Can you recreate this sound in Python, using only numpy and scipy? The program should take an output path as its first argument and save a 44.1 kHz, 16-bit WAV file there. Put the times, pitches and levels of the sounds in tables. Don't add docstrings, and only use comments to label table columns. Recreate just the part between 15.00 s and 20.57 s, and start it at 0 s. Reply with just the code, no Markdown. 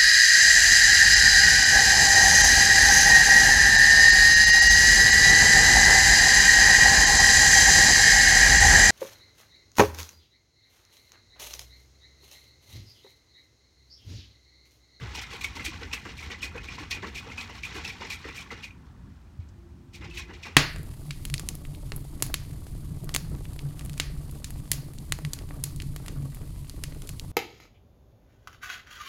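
import sys
import numpy as np
from scipy import signal
from scipy.fft import rfft, irfft, next_fast_len
from scipy.io import wavfile

SR = 44100
rng = np.random.default_rng(int(sys.argv[2]) if len(sys.argv) > 2 else 0)


def wav_record(signal):
    frames = np.transpose(np.atleast_2d(signal))
    bounded = np.clip(frames, -1, 1)
    quanta = np.round(bounded * 32767).astype(np.int16)
    wavfile.write(sys.argv[1], SR, quanta)


N = 245460


def amp(db):
    return 10 ** (np.asarray(db) / 20)


def unit_rms(x):
    return x / np.sqrt(np.mean(x ** 2) + 1e-20)


def curves(rows):
    times_s, *columns = np.transpose(rows)
    return [np.interp(np.arange(N) / SR, times_s, column) for column in columns]


def add(out, start_s, sound):
    at = round(start_s * SR)
    out[at:at + len(sound)] += sound[:N - at]


def coloured(x, spectrum):
    hz, db = np.transpose(spectrum)
    size = next_fast_len(N)
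    log_hz = np.log(np.maximum(np.arange(size // 2 + 1) * SR / size, 1))
    gain = amp(np.interp(log_hz, np.log(hz), db, left=-80, right=-80))
    return unit_rms(irfft(rfft(x, size) * gain, size)[:N])


def drift(rate_hz):
    pole = np.exp(-2 * np.pi * rate_hz / SR)
    return unit_rms(signal.lfilter([1], [1, -2 * pole, pole ** 2], rng.standard_normal(N + SR))[SR:])


def ring(peak_db, hz, t60_s, rise_s, glide=0.):
    t = np.arange(int(t60_s * SR)) / SR
    envelope = (1 - np.exp(-t / rise_s)) * amp(-60 * t / t60_s)
    phase = 2 * np.pi * hz * t * (1 + glide * t / t60_s)
    return amp(peak_db) * envelope / envelope.max() * np.sin(phase)


def droplets(spectrum, spread_db, clump_db, clump_hz):
    sizes = amp(spread_db * np.minimum(rng.exponential(1, N), 5))
    return coloured(rng.standard_normal(N) * sizes * amp(clump_db * drift(clump_hz)), spectrum)


def pings(spectrum, low_hz, high_hz, per_s, cycles, spread_db, pitches=20):
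    sizes = amp(spread_db * np.minimum(rng.exponential(1, N), 5))
    hits = sizes * (rng.random(N) < per_s / SR)
    pitch_index, out = rng.integers(0, pitches, N), np.zeros(N)
    for k, hz in enumerate(np.geomspace(low_hz, high_hz, pitches)):
        r, w = amp(-60 * hz / cycles / SR), 2 * np.pi * hz / SR
        drive = hits * (pitch_index == k) + 1e-18
        out += signal.lfilter([0, np.sin(w)], [1, -2 * r * np.cos(w), r * r], drive)
    return coloured(out, spectrum)


# (time [s], bright level [dB], low level [dB])
SLOSH_LEVELS = [(0, -55.5, -54.5), (1.45, -61.5, -59), (1.52, -65, -55.5), (1.6, -63.5, -59.5),
                (2.56, -59, -56.5), (2.61, -70, -77), (2.66, -55, -54), (3.4, -59, -60), (3.47, -67, -56),
                (3.53, -61, -63), (3.68, -76, -65.5), (3.75, -76, -69), (3.95, -83.5, -66),
                (4.15, -80.5, -73), (4.925, -87, -79), (4.95, -73, -69), (5.57, -65, -61)]


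def slosh_power(offsets_db=(6.5, 3.0, -7.0, 3.0, -3.5, 5.0)):
    bright_db, low_db = curves(SLOSH_LEVELS)
    levels_db = np.array([bright_db, bright_db, bright_db, low_db, low_db, bright_db])
    return amp(levels_db + np.array(offsets_db)[:, None]) ** 2


# (frequency [Hz], relative level [dB])
SPLASH_SPECTRUM = [(1800, 1), (2700, -1.5), (3400, -0.5), (4300, -0.5), (4860, -5), (5360, -2),
                   (7500, -12.5), (9500, -38)]
CAP_SPECTRUM = [(1900, -18), (2200, -0.5), (2350, -4.5), (2500, -1), (2650, -21.5), (2900, -20), (3300, 13)]
SPRAY_SPECTRUM = [(5500, 2), (7900, -2.5), (10200, -8), (11300, -7.5), (15100, -14.5), (16500, -17)]
BELLY_SPECTRUM = [(600, -18), (760, -13), (930, -8), (1150, -8.5), (1480, -6.5), (1950, -9.5), (2400, -31)]
GULP_SPECTRUM = [(170, 1), (260, -3), (330, -1), (450, -0.5), (560, -10.5), (700, -17)]
WALL_SPECTRUM = [(1400, -1.5), (1800, -8.5), (1950, -4), (2100, -2), (2250, -10.5), (2500, -17.5),
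                 (2900, 5)]


def liquid(power, foam_share=0.38, mix_db=(-1.5, -5.5, -3.0, -0.5, 0.25, -5.5)):
    drops = droplets(SPLASH_SPECTRUM, spread_db=2.5, clump_db=3.5, clump_hz=61)
    foam = pings(SPLASH_SPECTRUM, 2445, 8600, per_s=1400, cycles=49, spread_db=2.5, pitches=45)
    splash = np.sqrt(1 - foam_share) * drops + np.sqrt(foam_share) * foam
    cap = pings(CAP_SPECTRUM, 2257, 2670, per_s=600, cycles=63, spread_db=2.5)
    wall = pings(WALL_SPECTRUM, 1740, 2710, per_s=1500, cycles=31, spread_db=3.0, pitches=30)
    spray = droplets(SPRAY_SPECTRUM, spread_db=2.0, clump_db=2.5, clump_hz=31)
    belly = pings(BELLY_SPECTRUM, 705.5, 2320, per_s=600, cycles=37, spread_db=-0.5)
    gulp = droplets(GULP_SPECTRUM, spread_db=1.5, clump_db=2.5, clump_hz=23.5)
    streams = np.array([splash, cap, spray, belly, gulp, wall])
    return amp(mix_db) @ (np.sqrt(power) * streams)


# (time [s], level [dB])
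RUMBLE_LEVELS = [(0, -40), (.2, -47.5), (.45, -44.5), (1, -47), (1.85, -44), (3, -51), (5.57, -47)]


def rumble(band_hz=(48, 95)):
    bandpass = signal.butter(3, band_hz, "band", fs=SR, output="sos")
    return amp(curves(RUMBLE_LEVELS)[0]) * unit_rms(signal.sosfilt(bandpass, rng.standard_normal(N)))


# (frequency [Hz], relative level [dB])
OUTDOOR_SPECTRUM = [(25, -33), (38, -16), (70, -7), (150, -11.5), (240, -14.5), (340, -23), (450, -35),
                    (1100, -36), (2100, -45), (6500, -50.5), (9500, -55), (16400, -61)]


def outdoor_air(level_db=-50, waver_db=3.0, waver_below_hz=600):
    air = amp(level_db) * coloured(rng.standard_normal(N), OUTDOOR_SPECTRUM)
    low = signal.sosfilt(signal.butter(2, waver_below_hz, fs=SR, output="sos"), air)
    return air + (amp(waver_db * drift(rate_hz=2.9)) - 1) * low


# (time [s], splash level [dB], position [0 lid, 1 base], length [s])
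LIQUID_SLAMS = [(0.005, -57.5, 1, 0.059), (0.143, -36.5, 0.22, 0.014), (0.171, -38.5, 0.5, 0.013),
                (0.21, -41.5, 0.16, 0.016), (0.3, -42, 0.52, 0.054), (0.407, -39.5, .02, 0.0075),
                (0.435, -34, 0.28, 0.0096), (0.55, -42, 0.58, 0.021), (0.592, -42.5, 0.52, 0.017),
                (0.641, -36, 0.26, 0.035), (0.724, -46.5, 0.57, 0.021), (0.806, -46, 0.76, 0.028),
                (0.927, -31, 0.3, 0.0094), (1.049, -46.5, 0.89, 0.01), (1.086, -45.5, 0.61, 0.0035),
                (1.167, -44.5, 0.022, 0.043), (1.197, -49.5, 0.5, 0.075), (1.296, -43.5, 0.69, 0.031),
                (1.415, -37.5, 0.071, 0.029), (1.433, -39, 0.57, 0.012), (1.541, -52.5, 0.97, 0.036),
                (1.554, -49, 0.69, 0.0082), (1.629, -45.5, 0.35, 0.022), (1.666, -46.5, 0.49, 0.092),
                (1.774, -46, 0.65, 0.06), (1.906, -32.5, 0.14, 0.009), (1.914, -41.5, 0.45, 0.015),
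                (1.935, -47, 0.58, 0.039), (2.019, -47.5, 0.93, 0.037), (2.062, -46, 0.24, 0.025),
                (2.142, -40, 0.16, 0.042), (2.255, -57, 1, 0.046), (2.307, -50.5, 0.2, 0.02),
                (2.368, -41, 0.39, 0.056), (2.491, -46, 0.79, 0.008), (2.54, -48, 0.5, 0.049),
                (2.627, -41.5, 0.18, 0.028), (2.663, -50, 0.61, 0.051), (2.739, -42, 0.57, 0.045),
                (2.842, -36, 0.28, 0.0088), (2.873, -35.5, 0.23, 0.0081), (3, -44.5, 0.8, 0.033),
                (3.053, -49, 0.36, .02), (3.096, -36, 0.059, 0.031), (3.237, -52, 0.91, 0.026),
                (3.276, -45, 0.66, 0.014), (3.342, -42.5, 0.26, 0.071), (3.507, -46, 0.81, 0.019),
                (3.56, -53.5, 0.67, 0.049), (3.622, -43.5, 0.19, 0.031), (4.39, -66.5, 0.18, 0.035),
                (4.93, -46.5, 0.086, 0.028), (5.005, -50.5, 0.72, 0.052), (5.091, -54.5, 0.15, 0.046),
                (5.132, -46, .02, 0.044), (5.168, -40, 0.24, 0.033), (5.287, -58, 1, 0.029),
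                (5.331, -48.5, 0.33, 0.0087), (5.419, -46, 0.081, 0.054), (5.447, -54, 1, 0.031)]


def slam_power(rush_lead_s=0.012, rush_db=-14, usual_slam_db=-49, spray_db_per_db=0.4033):
    lid_db = np.array([0, -0.5, -11, -18, -25.5, -11])
    base_db = np.array([0, 2, -17.5, 6.5, 7.5, 10])
    rises_s = (0.0038, 0.0096, 0.0018, 0.0042, 0.0047, 0.0037)
    t60s_s = (0.14, 0.24, 0.14, 0.12, 0.2, 0.3)
    t = np.arange(SR // 2) / SR
    rush_s = 2 * rush_lead_s
    rush = np.sin(np.pi * (t[t < rush_s] / rush_s) ** 2)
    power = np.zeros((6, N))
    for start_s, db, position, length_s in LIQUID_SLAMS:
        levels_db = db + (1 - position) * lid_db + position * base_db
        levels_db[2] += spray_db_per_db * (db - usual_slam_db)
        after_s = np.maximum(t - length_s, 0)
        for stream, level_db, rise_s, t60_s in zip(power, levels_db, rises_s, t60s_s):
            swell = 1 - np.exp(-(t / (rise_s + 0.095 * length_s)) ** 2)
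            add(stream, start_s, (swell * amp(level_db - 60 * after_s / t60_s)) ** 2)
            if start_s > rush_lead_s:
                add(stream, start_s - rush_lead_s, (rush * amp(level_db + rush_db)) ** 2)
    return power


# (time [s], peak [dB], starting pitch [Hz])
LOW_BUMPS = [(0.024, -29, 126), (4.39, -28, 99)]


def bumps():
    out = np.zeros(N)
    for start_s, db, hz in LOW_BUMPS:
        add(out, start_s, ring(db, hz, t60_s=0.11, rise_s=0.0032, glide=-0.28))
    return out


# (time [s], main mode peak [dB], pitch [Hz])
BOTTLE_KNOCKS = [(0.149, -38, 2500), (0.2384, -34, 2140), (0.412, -33, 2400), (0.444, -21.5, 2250),
                 (0.596, -29, 2100), (0.65, -33, 2310), (0.663, -26, 2430), (0.914, -37.5, 2500),
                 (0.932, -26, 2630), (1.191, -34.5, 2320), (1.228, -35.5, 2210), (1.3049, -39, 1950),
                 (1.346, -35.5, 2020), (1.407, -39, 2910), (1.429, -27, 2490), (1.579, -33.5, 2515),
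                 (1.686, -31, 2420), (1.9122, -34, 2380), (1.925, -27, 2480), (1.952, -38, 2480),
                 (1.975, -37, 2420), (2.033, -37, 1750), (2.156, -38, 2600), (2.166, -32.5, 2320),
                 (2.183, -32, 2480), (2.301, -40, 2600), (2.3182, -34.5, 2140), (2.38, -27.5, 2510),
                 (2.635, -26, 2353), (2.651, -27, 2473), (2.8502, -28.5, 2630), (2.877, -35, 5310),
                 (2.9, -30.5, 2330), (3.1048, -28.5, 2450), (3.126, -30.5, 2370), (3.243, -38.5, 1840),
                 (3.288, -37, 2390), (3.3804, -32.5, 2380), (3.5051, -33.5, 2040), (3.634, -35, 2805),
                 (3.6415, -32, 2500), (3.657, -42.5, 2405), (3.707, -43, 2434), (5.1104, -38.5, 2620),
                 (5.1722, -33, 2600), (5.192, -38, 2500), (5.433, -38, 2510), (5.466, -38.5, 2436)]


def knocks(t60_s=0.021, twin_ratio=1.1, twin_db=-9, linger_db=-13):
    out = np.zeros(N)
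    for start_s, db, hz in BOTTLE_KNOCKS:
        add(out, start_s, ring(db, hz, t60_s, rise_s=0.00046))
        add(out, start_s, ring(db + twin_db, hz * twin_ratio, t60_s, rise_s=0.0026))
        add(out, start_s, ring(db + linger_db, hz, t60_s=0.097, rise_s=t60_s / 2))
    return out


def crack_power(splash_db=-13, spray_db=-22, rise_s=0.0016, t60_s=0.04):
    t = np.arange(SR // 2) / SR
    burst = np.minimum(t / rise_s, 1) * amp(-60 * t / t60_s)
    power = np.zeros((6, N))
    for start_s, db, _ in BOTTLE_KNOCKS:
        add(power[0], start_s, (amp(db + splash_db) * burst) ** 2)
        add(power[2], start_s, (amp(db + spray_db) * burst) ** 2)
    return power


# (time [s], peak [dB], pitch [Hz])
AIR_POCKETS = [(0.151, -36.5, 960), (0.335, -43, 464), (0.568, -34.5, 920), (0.68, -36, 319),
               (0.72, -42, 1080), (0.82, -38, 460), (0.935, -35.5, 1180), (1.302, -44, 367),
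               (1.553, -35.5, 475), (1.782, -34.5, 1000), (1.805, -38, 304), (2.028, -33.5, 384),
               (2.036, -34.5, 870), (2.044, -34, 1110), (2.268, -41, 485), (2.755, -39, 396),
               (2.775, -39, 315), (3.019, -33.5, 930), (3.051, -39, 896), (3.25, -38.5, 448),
               (3.512, -34.5, 1240), (3.52, -41, 924), (3.522, -43, 463), (5.009, -43.5, 334),
               (5.088, -41.5, 328), (5.295, -45, 342), (5.465, -41, 1120)]


def glugs(cycles=24):
    out = np.zeros(N)
    for start_s, db, hz in AIR_POCKETS:
        add(out, start_s, ring(db, hz, t60_s=cycles / hz, rise_s=1.4 / hz, glide=0.0075))
    return out


# (start [s], end [s], level [dB], first pitch [Hz], last pitch [Hz])
FAINT_HUMS = [(2.307, 2.493, -54, 233, 232.6), (4.546, 5.398, -61.5, 343, 352.3)]


def hums(fade_s=0.017, waver_db=3.5):
    t, out = np.arange(N) / SR, np.zeros(N)
    for start_s, end_s, db, first_hz, last_hz in FAINT_HUMS:
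        hz = np.interp(t, [start_s, end_s], [first_hz, last_hz])
        fade = np.clip(np.minimum(t - start_s, end_s - t) / fade_s, 0, 1)
        out += np.sqrt(2) * fade * amp(db) * np.sin(2 * np.pi * np.cumsum(hz) / SR)
    return out * amp(waver_db * drift(rate_hz=11))


def tick(start_s=4.488, level_db=-59, hz=6300, t60_s=0.05):
    t, out = np.arange(int(t60_s * SR)) / SR, np.zeros(N)
    noise = coloured(rng.standard_normal(N), [(hz / 3, -15), (hz, 0), (hz * 1.5, -15)])
    add(out, start_s, amp(level_db - 60 * t / t60_s) * noise[:len(t)])
    return out


def cabin(x, t60_s=0.12, tail_db=-16.5, delay_s=0.002):
    t = np.arange(int(t60_s * SR)) / SR
    dull_noise = signal.lfilter([1], [1, -0.6], rng.standard_normal(len(t)))
    tail = dull_noise * amp(-60 * t / t60_s) * (t > delay_s)
    return x + amp(tail_db) * signal.fftconvolve(x, tail / np.linalg.norm(tail))[:N]


def scene():
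    bottle = liquid(slosh_power() + slam_power() + crack_power()) + knocks() + glugs()
    return (cabin(bottle) + rumble() + outdoor_air() + bumps() + hums() + tick())[None]


def record(dry, dip_hz=10480, dip_width_hz=660, dip_depth=0.41, stopband_hz=16420):
    dip_band = signal.lfilter(*signal.iirpeak(dip_hz, dip_hz / dip_width_hz, SR), dry)
    lowpass = signal.cheby2(20, 60, stopband_hz, fs=SR, output="sos")
    return signal.sosfilt(lowpass, dry - dip_depth * dip_band)


dry = scene()
out = record(dry)
wav_record(out)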